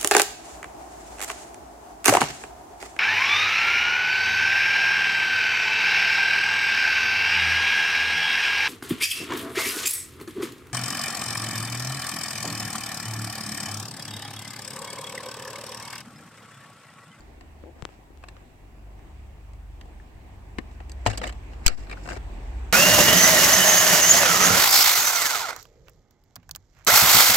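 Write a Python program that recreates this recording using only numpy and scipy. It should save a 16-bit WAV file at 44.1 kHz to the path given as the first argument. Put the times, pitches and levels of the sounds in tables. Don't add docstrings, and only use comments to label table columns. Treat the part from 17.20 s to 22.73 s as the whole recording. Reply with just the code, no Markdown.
import sys
import numpy as np
from scipy import signal
from scipy.fft import rfft, irfft, next_fast_len
from scipy.io import wavfile
from scipy.ndimage import uniform_filter1d, map_coordinates

SR = 44100
rng = np.random.default_rng(int(sys.argv[2]) if len(sys.argv) > 2 else 0)


def master_out(mix):
    frames = np.transpose(np.atleast_2d(mix))
    ceiling = np.clip(frames, -1, 1)
    pcm = np.round(ceiling * 32767).astype(np.int16)
    wavfile.write(sys.argv[1], SR, pcm)


def makeup_ratio(level_db):
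    decades = np.asarray(level_db, float) / 20
    return 10 ** decades


N = 243696

# start_s, firing_hz, level_db
NEAR_IDLE = [(0.0, 52.45, -52.5), (0.83, 50.18, -54), (1.12, 50.17, -47), (1.34, 48.2, -56),
             (1.41, 48.46, -48), (1.74, 49.52, -45.5), (1.98, 49.6, -47), (2.37, 49.05, -42.5),
             (2.91, 48.74, -46.5), (3.08, 49.23, -49), (3.2, 49.12, -43.5), (3.48, 47.94, -39.5),
             (3.84, 48.2, -43.5), (3.87, 48.57, -38), (4.45, 46.85, -41.5), (4.52, 47, -55),
             (4.62, 46.7, -39), (5.53, 45.67, -39.5)]
# centre_hz, width_hz, level_db
PANEL_MODES = [(249, 76, -1.5), (366, 120, -3.5), (536, 71, -2), (704, 64, 2), (860, 260, -4.5)]
# centre_hz, width_hz, level_db
FRAME_MODES = [(1080, 220, 2), (1570, 420, 2.5), (1840, 300, 6), (2282, 125, 3), (2715, 276, 0.5),
               (3595, 125, -4.5), (4130, 1000, -6)]
# centre_hz, width_hz, level_db
CLIP_MODES = [(4600, 580, 3.5), (5770, 1050, 1), (6350, 890, 4), (7770, 1260, 0), (10400, 3800, -12.5),
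              (14500, 570, -15)]


def unit(x):
    return x / np.sqrt(np.mean(x ** 2) + 1e-20)


def along(points, hz):
    f, v = np.transpose(points)
    return np.interp(np.log(hz + 1), np.log(f + 1), v)


def curves(rows):
    s, *cols = np.transpose(rows)
    return [np.interp(np.arange(N) / SR, s, c) for c in cols]


def wobble(rate_hz):
    coarse = np.arange(0, N + 16, 16)
    knots = rng.standard_normal(int(N * rate_hz / SR) + 4)
    return np.interp(np.arange(N), coarse, map_coordinates(knots, [coarse * rate_hz / SR]))


def filtered(x, response):
    n = x.shape[-1]
    m = next_fast_len(n + 2048)
    return irfft(rfft(x, m) * response(np.fft.rfftfreq(m, 1 / SR)), m)[..., :n]


def panned(db, left_minus_right_db):
    return makeup_ratio(db + np.array([[left_minus_right_db], [-left_minus_right_db]]) / 2)


def add_at(out, s, sound):
    out[:, round(s * SR):][:, :sound.shape[1]] += sound


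def resonance(f, centre_hz, width_hz):
    damping = 1j * f * width_hz
    return damping / (centre_hz * centre_hz - f * f + damping)


def body(modes, scatter_db):
    gains = makeup_ratio(scatter_db * rng.standard_normal((len(modes), 2, 1)))

    def response(f):
        return sum((-1) ** k * gains[k] * makeup_ratio(db) * resonance(f, centre_hz, width_hz)
                   for k, (centre_hz, width_hz, db) in enumerate(modes))
    return response


def soft(response, top_hz):
    return lambda f: response(f) / (1 + 1j * f / top_hz) ** 2


def pair(shape, alike):
    share = np.clip(alike, 0, 1)
    common = np.sqrt(share) * rng.standard_normal(shape)
    return common + np.sqrt(1 - share) * rng.standard_normal((2, shape))


def rush(spectrum, patchy_db):
    # freq_hz, correlation
    likeness = [(60, 0.79), (240, 0.79), (950, 0.12), (3770, -0.18), (15000, 0.51)]
    z = signal.stft(rng.standard_normal((2, N)), nperseg=512)[2]
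    field = uniform_filter1d(rng.standard_normal(z.shape[1:]), size=6, axis=0)
    field = uniform_filter1d(field, size=14, axis=1)
    two = signal.istft(z * makeup_ratio(patchy_db * unit(field)), nperseg=512)[1][:, :N]

    def mid_side(hz):
        angle = np.arccos(np.clip(along(likeness, hz), -1, 1)) / 2
        return makeup_ratio(along(spectrum, hz)) * [np.cos(angle), np.sin(angle)]
    mid, side = filtered(two, mid_side)
    return unit(np.array([mid + side, mid - side]))


def engines():
    # multiple, level_db
    orders = [(1, -3), (2, -13), (3, -22), (4, -23)]
    # start_s, pitch_hz, level_db
    second_engine = [(0.0, 72.6, -62), (0.08, 74.6, -53.5), (0.48, 73.4, -53.5), (0.65, 76.25, -61),
                     (1.0, 74.3, -55), (1.2, 69.8, -61), (1.8, 69.04, -62), (1.97, 69.6, -48),
                     (3.12, 69.17, -51.5), (3.75, 68.54, -43), (3.88, 61, -35), (4.06, 56, -41),
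                     (4.17, 62, -44), (4.45, 66, -43.5), (4.65, 54, -47.5), (4.95, 61, -46), (5.2, 61, -51),
                     (5.3, 62.1, -39)]
    hz, db = curves(NEAR_IDLE)
    phase = 2 * np.pi * np.cumsum(hz) / SR
    near = sum(makeup_ratio(db + order_db + 1.7 * wobble(6)) * np.sin(k * phase + 0.69 * wobble(4.93))
               for k, order_db in orders)
    hz, db = curves(second_engine)
    phase = 2 * np.pi * np.cumsum(hz) / SR
    far = makeup_ratio(db + 3.2 * wobble(6.1)) * np.sin(phase + 0.51 * wobble(4.96))
    return np.sqrt(2) * (near + far)


def street():
    # start_s, level_db
    traffic = [(0.0, -51.5), (0.23, -55.5), (1.7, -56), (3.41, -53.5), (4.12, -49.5), (4.4, -50.5),
               (4.87, -49.5), (5.52, -50)]
    # freq_hz, density_db
    rumble_spectrum = [(8.8, -36), (15, -2.5), (54, -3), (107, -4.5), (166, -18.5), (278, -25),
                       (300, -15.5), (390, -62), (660, -120)]
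    # freq_hz, density_db
    hiss_spectrum = [(88, -19.5), (150, -4), (167, -10), (245, -5.5), (268, -7), (308, -5.5), (513, -13.5),
                     (755, -9), (1150, -15), (1300, -19.5), (1820, -18.5), (2700, -23), (3100, -28),
                     (5130, -35.5), (7820, -35.5), (10000, -53.5), (13000, -84), (22000, -120)]
    hiss_db, idle_db = curves(traffic)[0], curves(NEAR_IDLE)[1]
    rumble_db = -52.5 + 0.34 * (idle_db - idle_db.mean())
    rumble = makeup_ratio(rumble_db + 2.0 * wobble(4.14)) * rush(rumble_spectrum, patchy_db=0.0)
    hiss = makeup_ratio(hiss_db - 1.0 + 0.99 * wobble(6.986)) * rush(hiss_spectrum, patchy_db=1.24)
    return rumble + hiss


def chirps():
    # start_s, level_db, pitch_hz, length_s
    chirp_rows = [(.006, -51.5, 7100, 0.0029), (.006, -52, 4580, 0.0033), (3.867, -26, 2840, 0.007),
                  (3.9315, -37, 2840, .009), (4.0365, -24.5, 1840, .008), (4.039, -35, 3660, 0.0067),
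                  (4.073, -39, 2960, 0.01), (4.093, -44, 3050, .011), (4.695, -53, 2370, 0.0097),
                  (4.711, -37, 2340, 0.011), (4.7245, -38, 2335, 0.011), (4.725, -46, 4800, 0.0041),
                  (4.768, -42, 1490, 0.013)]
    out, unsteady = np.zeros(N), wobble(400)
    for s, db, hz, length_s in chirp_rows:
        n = round(s * SR) + np.arange(round(length_s * SR))
        swell = np.sin(np.pi * (n - n[0]) / len(n)) ** 0.94
        out[n] += makeup_ratio(db) * swell * np.sin(2 * np.pi * hz * n / SR + 0.6 * unsteady[n])
    return out


def contacts(events, t60_s, pan_db, knock_left_db, ring_db, rise_s):
    out, t = np.zeros((2, N + SR)), np.arange(SR // 16) / SR

    def rung(response, life_s, db):
        rattle = pair(len(t), alike=0.44) * makeup_ratio(-60 * t / life_s) * (1 - np.exp(-t / rise_s))
        ring = filtered(rattle, response)
        return makeup_ratio(db) * ring / np.abs(ring).max()

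    for s, db, knock_db, tinkle_db, hz in events:
        panels = soft(body(PANEL_MODES, scatter_db=3.5), top_hz=1500)
        frame = soft(body(FRAME_MODES, scatter_db=3.5), top_hz=6000)
        touched = soft(body([(hz, hz / 6, 0)], scatter_db=2.5), top_hz=2 * hz)
        clip = body(CLIP_MODES, scatter_db=2.0)
        knock = rung(panels, 0.93 * t60_s, knock_db + 4.5)
        knock = knock * makeup_ratio([[knock_left_db], [-knock_left_db]])
        rest = rung(frame, t60_s, -3) + rung(touched, t60_s, ring_db)
        rest = rest + rung(clip, 0.97 * t60_s, tinkle_db + 0.1)
        add_at(out, s, panned(db + 0.5, pan_db) * (knock + rest))
    return out[:, :N]


def ticks():
    # start_s, peak_db, knock_db, tinkle_db, ring_hz
    tick_rows = [(0.2089, -40, -11, -15, 1830), (1.027, -45, -10, -25, 1050), (1.0374, -34, -17, -20, 1130),
                 (1.0848, -34, -19, -8, 1765), (1.1657, -42, -12, -26, 1200), (1.7905, -50.5, -7, -13, 914),
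                 (2.3336, -48, -10, -8, 1935), (2.611, -35.5, -12, -14, 2834), (2.6556, -55, 2, -5, 1893),
                 (3.3842, -22.5, -21, -22.5, 1800), (3.5133, -46.5, -14, -17, 3207),
                 (3.6027, -36.5, -8, -25, 1400), (3.695, -39.5, -15, -2, 2670), (3.7174, -42, -19, 3, 1703)]
    return contacts(tick_rows, t60_s=0.022, pan_db=4.0, knock_left_db=3.0, ring_db=-5.5, rise_s=0.00028)


def swings(rows):
    out, t = np.zeros((2, N + SR)), np.arange(SR // 3) / SR
    rise_s = 0.00024
    for s, db, hz, t60_s, pan_db in rows:
        swing = np.sin(2 * np.pi * hz * t) * (1 - np.exp(-t / rise_s))
        add_at(out, s, panned(db - 60 * t / t60_s, pan_db) * swing)
    return out[:, :N]


def thuds():
    # start_s, level_db, pitch_hz, t60_s, left_minus_right_db
    thud_rows = [(.438, -34, 500, 0.015, 11), (.627, -31.5, 144, 0.024, 17), (.79, -40.5, 330, 0.022, 1),
                 (.905, -43.5, 330, 0.021, 14), (3.386, -25, 316, 0.034, 12),
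                 (3.384, -35.5, 208, 0.037, 24), (3.8629, -10, 890, 0.017, 9),
                 (3.863, -16.5, 716, 0.071, 5), (4, -43, 3230, .022, -2), (2.8, -42, 1760, .025, 2),
                 (4.043, -36, 1500, .02, -8), (1.085, -38, 1710, 0.027, 2), (1.039, -41, 715, 0.035, 5),
                 (3.385, -24, 2100, 0.016, 6), (3.385, -28, 1790, .025, 2), (3.99, -36, 650, .04, 5),
                 (4.05, -36, 640, .05, 5), (4.068, -37, 560, .04, 5), (4.857, -39, 730, .03, 2),
                 (4.969, -37, 650, .02, 8), (4.956, -43, 2320, .025, -4), (2.611, -47, 1100, .02, 3),
                 (.6235, -46, 2400, .006, -10), (.6525, -40, 2900, .006, -10), (3.865, -22, 106, 0.24, 3.5),
                 (3.865, -34.5, 230, 0.092, 8), (3.873, -30, 2830, 0.044, 0), (4.465, -21, 2280, 0.05, -5),
                 (4.4805, -25, 1325, 0.055, 3), (4.48, -19, 7900, .012, 6), (4.902, -36, 1500, .015, 4),
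                 (4.9095, -35, 1480, .015, 2), (4.0, -38, 190, .25, 4), (3.9, -36, 760, .08, 5)]
    return swings(thud_rows)


def grip():
    # start_s, level_db, brightness_hz, left_minus_right_db
    finger_ticks = [
        (.4385, -41, 500, 16),
        (0.6234, -31, 3200, 18),
        (0.6523, -23, 3470, 15),
        (.646, -54, 5000, 17),
        (.6905, -43, 1400, 18),
        (0.9742, -50.5, 6000, 20),
    ]
    # centre_hz, width_hz, level_db
    shell_modes = [(346, 184, 1.5), (1200, 580, -0.5), (3050, 1700, -1), (6470, 3200, -4.5)]
    out = np.zeros((2, N + SR))
    impulse = np.eye(1, SR // 20)[0]
    for s, db, top_hz, pan_db in finger_ticks:
        click = filtered(impulse, soft(body(shell_modes, scatter_db=0.5), top_hz))
        add_at(out, s, panned(db, pan_db) * click / np.abs(click).max())
    return out[:, :N]


def creak():
    # start_s, level_db, slip_rate_hz
    creak_curve = [(.444, -90, 113), (.447, -52, 125), (.465, -52, 135), (.48, -51, 165), (.496, -52, 182),
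                   (.501, -60, 127), (.518, -62, 120), (.53, -98, 120)]
    db, rate_hz = curves(creak_curve)
    slip_count = np.floor(np.cumsum(rate_hz * (1 + 0.079 * wobble(69.94))) / SR)
    pulses = np.diff(slip_count, prepend=0) * makeup_ratio(1.5 * wobble(100.5))
    modes = [(330, 70, 4.0), (530, 110, 0), (690, 120, -5), (860, 130, -6)]  # centre_hz, width_hz, level_db
    case = soft(body(modes, scatter_db=1.5), top_hz=1300)
    return makeup_ratio(db) * unit(filtered(pulses, case)) * makeup_ratio([[4.5], [-6.5]])


def stroke(start_s, end_s, start_db, end_db):
    edge_s, gain = 3 * 0.0088, np.zeros(N)
    span = slice(round((start_s - edge_s) * SR), round((end_s + edge_s) * SR))
    knots_s = [start_s - edge_s, start_s, end_s, end_s + edge_s]
    knots_db = [start_db - 60, start_db, end_db, end_db - 60]
    gain[span] = makeup_ratio(np.interp(np.arange(span.start, span.stop) / SR, knots_s, knots_db))
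    return gain


def drags():
    # start_s, end_s, start_db, end_db, clips_over_frame_db
    blade_strokes = [(.56, 0.63, -73, -61, -11), (.7, 0.752, -69, -64, -10), (3.489, 3.558, -76, -71, -1),
                     (3.86, 3.917, -44.5, -38.5, -11), (3.93, 3.96, -42, -48, -15),
                     (3.978, 4.0, -46, -50, -13), (4.016, 4.056, -50, -47, -12),
                     (4.057, 4.104, -46.5, -49, -12), (4.288, 4.342, -74, -52, -22),
                     (4.429, 4.459, -65, -41, -15), (4.484, 4.533, -27.5, -48, -18),
                     (4.537, 4.656, -53, -62.5, -7), (4.685, 4.741, -59, -53, -25),
                     (4.766, 4.831, -64, -66, -5), (4.836, 4.879, -60, -60, 1), (4.89, 4.932, -49, -49, -3),
                     (4.931, 4.956, -50, -54, -5), (4.963, 4.974, -50, -49, -7)]
    # start_s, end_s, start_db, end_db
    shank_rubs = [
        (.55, 0.602, -59, -57),
        (4.033, 4.075, -45, -51),
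        (4.856, 4.882, -53, -51),
        (4.887, 4.942, -48, -49),
        (4.945, 4.96, -57, -60),
        (4.967, 4.978, -50, -52),
        (4.69, 4.75, -56, -56),
        (4.78, 4.81, -59, -59),
    ]
    slip_hits = (rng.random(N) < 14000 / SR) * makeup_ratio(2.5 * rng.exponential(1, N)) * makeup_ratio(1.9 * wobble(90))
    grit = slip_hits * pair(N, alike=0.13)

    def rubbed(modes, top_hz):
        return unit(filtered(grit, soft(body(modes, scatter_db=2.5), top_hz)))
    frame = rubbed(FRAME_MODES, 5000)
    panels = rubbed(PANEL_MODES, 700) * makeup_ratio([[3], [-3]])
    fizz = rubbed(CLIP_MODES[:4], 16000)
    blade = sum(stroke(*row[:4]) * (frame + 0.6 * panels + makeup_ratio(row[4]) * fizz) for row in blade_strokes)
    return blade + sum(stroke(*row) for row in shank_rubs) * panels


def rings():
    # start_s, level_db, pitch_hz, t60_s, left_minus_right_db
    ring_rows = [(1.0385, -40, 1100, .022, 1), (1.0378, -37, 1560, 0.013, 3), (1.0392, -41, 2620, .02, -3),
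                 (1.085, -39, 1100, .015, 2), (1.086, -46.5, 2710, .03, -3), (1.086, -49, 3950, 0.027, -3),
                 (3.6027, -44, 1940, .015, -5), (3.7174, -39, 4650, 0.016, -2),
                 (3.8627, -21.5, 2320, .015, -1), (3.863, -25.5, 4070, .025, -3),
                 (3.863, -31, 4600, .02, -5), (3.901, -32, 1750, .03, 0), (3.9, -39, 3150, .012, -5),
                 (3.9005, -32, 6700, .015, 3), (3.975, -33, 4830, .022, -7), (3.976, -38, 2950, .018, -3),
                 (4.0153, -31, 1980, .022, -1), (4.016, -39, 3020, .02, -3), (4.0153, -30.5, 510, 0.041, 6),
                 (4.067, -34, 2060, .016, -3), (4.0926, -34, 1640, .02, 0), (4.125, -47, 4040, .015, -3),
                 (4.4633, -13, 4750, .009, -3), (4.4635, -11, 7850, .016, 8),
                 (4.4635, -19, 14500, .014, -6), (4.464, -23.5, 860, .03, 1), (4.4688, -8, 3100, .006, -14),
                 (4.4688, -12, 5900, .005, -6), (4.4792, -11, 5500, .006, -8),
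                 (4.4792, -9, 4300, 0.0087, -6), (4.4792, -12, 6600, .006, -4),
                 (4.48, -16, 2310, 0.028, -4), (4.8612, -37, 1480, .025, 2), (4.8884, -29, 1530, .018, 7),
                 (4.8886, -37, 2750, .012, -2), (4.9185, -29.5, 1560, .03, 2), (4.911, -34, 330, .03, 11),
                 (4.929, -36, 300, .04, 9), (4.969, -33.5, 400, .025, 8)]
    return swings(ring_rows)


def snaps():
    # start_s, peak_db, knock_db, tinkle_db, ring_hz
    snap_rows = [(3.854, -41, 0, -2, 1983), (3.8622, -12, -16, -10, 1080), (3.869, -18.5, -13, -4, 2920),
                 (3.8754, -23, -5.5, -22, 800), (3.885, -30.5, -1.5, -16, 997),
                 (3.9005, -24.5, -16, -8, 1880), (3.9315, -31, -7, -11, 2950), (3.9738, -34, -12, 3, 1400),
                 (3.9769, -28.5, -11, 1.5, 2900), (4.0153, -28, -7, -18, 1940),
                 (4.0338, -26, -18, -12, 1270), (4.0385, -19.5, -14, -16.5, 1924),
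                 (4.0672, -28.5, -9, -12, 2040), (4.0735, -30.5, -11, -2, 2970),
                 (4.0926, -28.5, -20, -13, 1620), (4.124, -39, -13, -8.5, 2760),
                 (4.3331, -40.5, -9, -19, 1094)]
    return contacts(snap_rows, t60_s=0.031, pan_db=1.5, knock_left_db=2.0, ring_db=-6.0, rise_s=0.00045)


def release():
    # start_s, peak_db, knock_db, tinkle_db, ring_hz
    bounces = [
        (4.4626, -9.5, -19, 3, 2300),
        (4.4645, -10, -25, 4, 2870),
        (4.4668, -7.5, -19, 4, 2300),
        (4.479, -11.5, -17, 10, 1390),
        (4.4835, -21, -13, -6, 2800),
    ]
    return contacts(bounces, t60_s=0.012, pan_db=-4.5, knock_left_db=-1.0, ring_db=2.0, rise_s=0.00012)


def jolt():
    # start_s, level_db, recovery_s
    overloads = [
        (4.4632, -3.5, 0.017),
        (4.481, -13, 0.004),
    ]
    out = np.zeros((2, N))
    for s, db, recovery_s in overloads:
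        u = np.maximum(np.arange(N) / SR - s, 0)
        settle = 1.48 * np.exp(-u / recovery_s) - 0.38 * np.exp(-u / 0.046)
        out[0] -= makeup_ratio(db) * (1 - np.exp(-u / 0.0018)) * settle
    return out


def squeaks():
    # start_s, peak_db, ring_hz
    squeak_rows = [
        (4.6676, -43.5, 1352),
        (4.6955, -35.5, 1400),
        (4.711, -31.5, 2300),
        (4.7253, -31, 2190),
        (4.771, -44, 1418),
    ]
    knock_db, tinkle_db = -13.5, -30
    events = [(s, db, knock_db, tinkle_db, hz) for s, db, hz in squeak_rows]
    return contacts(events, t60_s=0.038, pan_db=9, knock_left_db=-1.0, ring_db=-6.5, rise_s=0.0017)


def slips():
    # start_s, peak_db
    slip_rows = [(4.8555, -35), (4.8614, -36), (4.8743, -33), (4.8886, -28.5), (4.9011, -30), (4.909, -30),
                 (4.9182, -29.5), (4.9305, -35), (4.964, -37), (4.9703, -32.5)]
    # knock_db, tinkle_db, ring_hz
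    slip_tone = (-10.5, -18, 1490)
    events = [tuple(row) + tuple(slip_tone) for row in slip_rows]
    return contacts(events, t60_s=0.016, pan_db=6.5, knock_left_db=1.5, ring_db=-3.5, rise_s=0.00035)


def shaded(x):
    return filtered(x, lambda f: 1 - 0.55 * resonance(f, centre_hz=1700, width_hz=900))


def cabin(x):
    # freq_hz, t60_s
    decay = [(200, 0.25), (2000, 0.08), (10000, 0.029)]
    hz, t, z = signal.stft(rng.standard_normal((2, SR // 4)), SR, nperseg=256)
    tail = signal.istft(z * makeup_ratio(-60 * t / along(decay, hz)[:, None]), SR, nperseg=256)[1]
    return signal.fftconvolve(x, tail / np.linalg.norm(tail[0]), axes=1)[:, :N]


def scene():
    work = ticks() + drags() + snaps() + release() + squeaks() + slips()
    work[1] = np.roll(work[1], 13)
    work += thuds() + rings() + chirps()
    work[1] = shaded(work[1])
    return work + makeup_ratio(-16.5) * cabin(work) + grip() + creak() + engines() + street()


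def ports(x):
    # freq_hz, left_db, right_db
    port_colour = [(60, -1.5, -1), (151, -0.5, -2.5), (398, 0.5, -1.5), (1270, -0.5, -3.5), (2300, -3.5, 3),
                   (6300, -3.5, 3), (7160, 3.5, -1), (7800, 8, -26), (8500, 5.5, -25), (9000, 3, -5),
                   (10300, -1, -1.5), (14800, -1, 3)]
    hz = np.fft.rfftfreq(1024, 1 / SR)
    gains_db = [along([(p[0], p[k]) for p in port_colour], hz) for k in (1, 2)]
    ceps = irfft(np.log(makeup_ratio(gains_db)))
    ceps[:, 1:512] *= 2
    ceps[:, 513:] = 0
    return signal.fftconvolve(x, irfft(np.exp(rfft(ceps))), axes=1)[:, :N]


def band_limit(x):
    return signal.sosfilt(signal.butter(12, 16560, fs=SR, output="sos"), x)


def record(dry):
    # start_s, gain_db
    duck = [
        (4.46, 2.5),
        (4.47, -8),
        (4.53, 0),
        (4.572, -6.5),
        (4.576, 4),
    ]
    heard = ports(dry) + makeup_ratio(-72.5) * rng.standard_normal(dry.shape)
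    heard = heard * makeup_ratio(curves(duck)[0]) + jolt()
    heard = heard / (1 + np.abs(heard / 0.97) ** 6) ** (1 / 6)
    heard = filtered(heard, lambda hz: hz < 16150)
    return band_limit(heard)


dry = scene()
out = record(dry)
master_out(out)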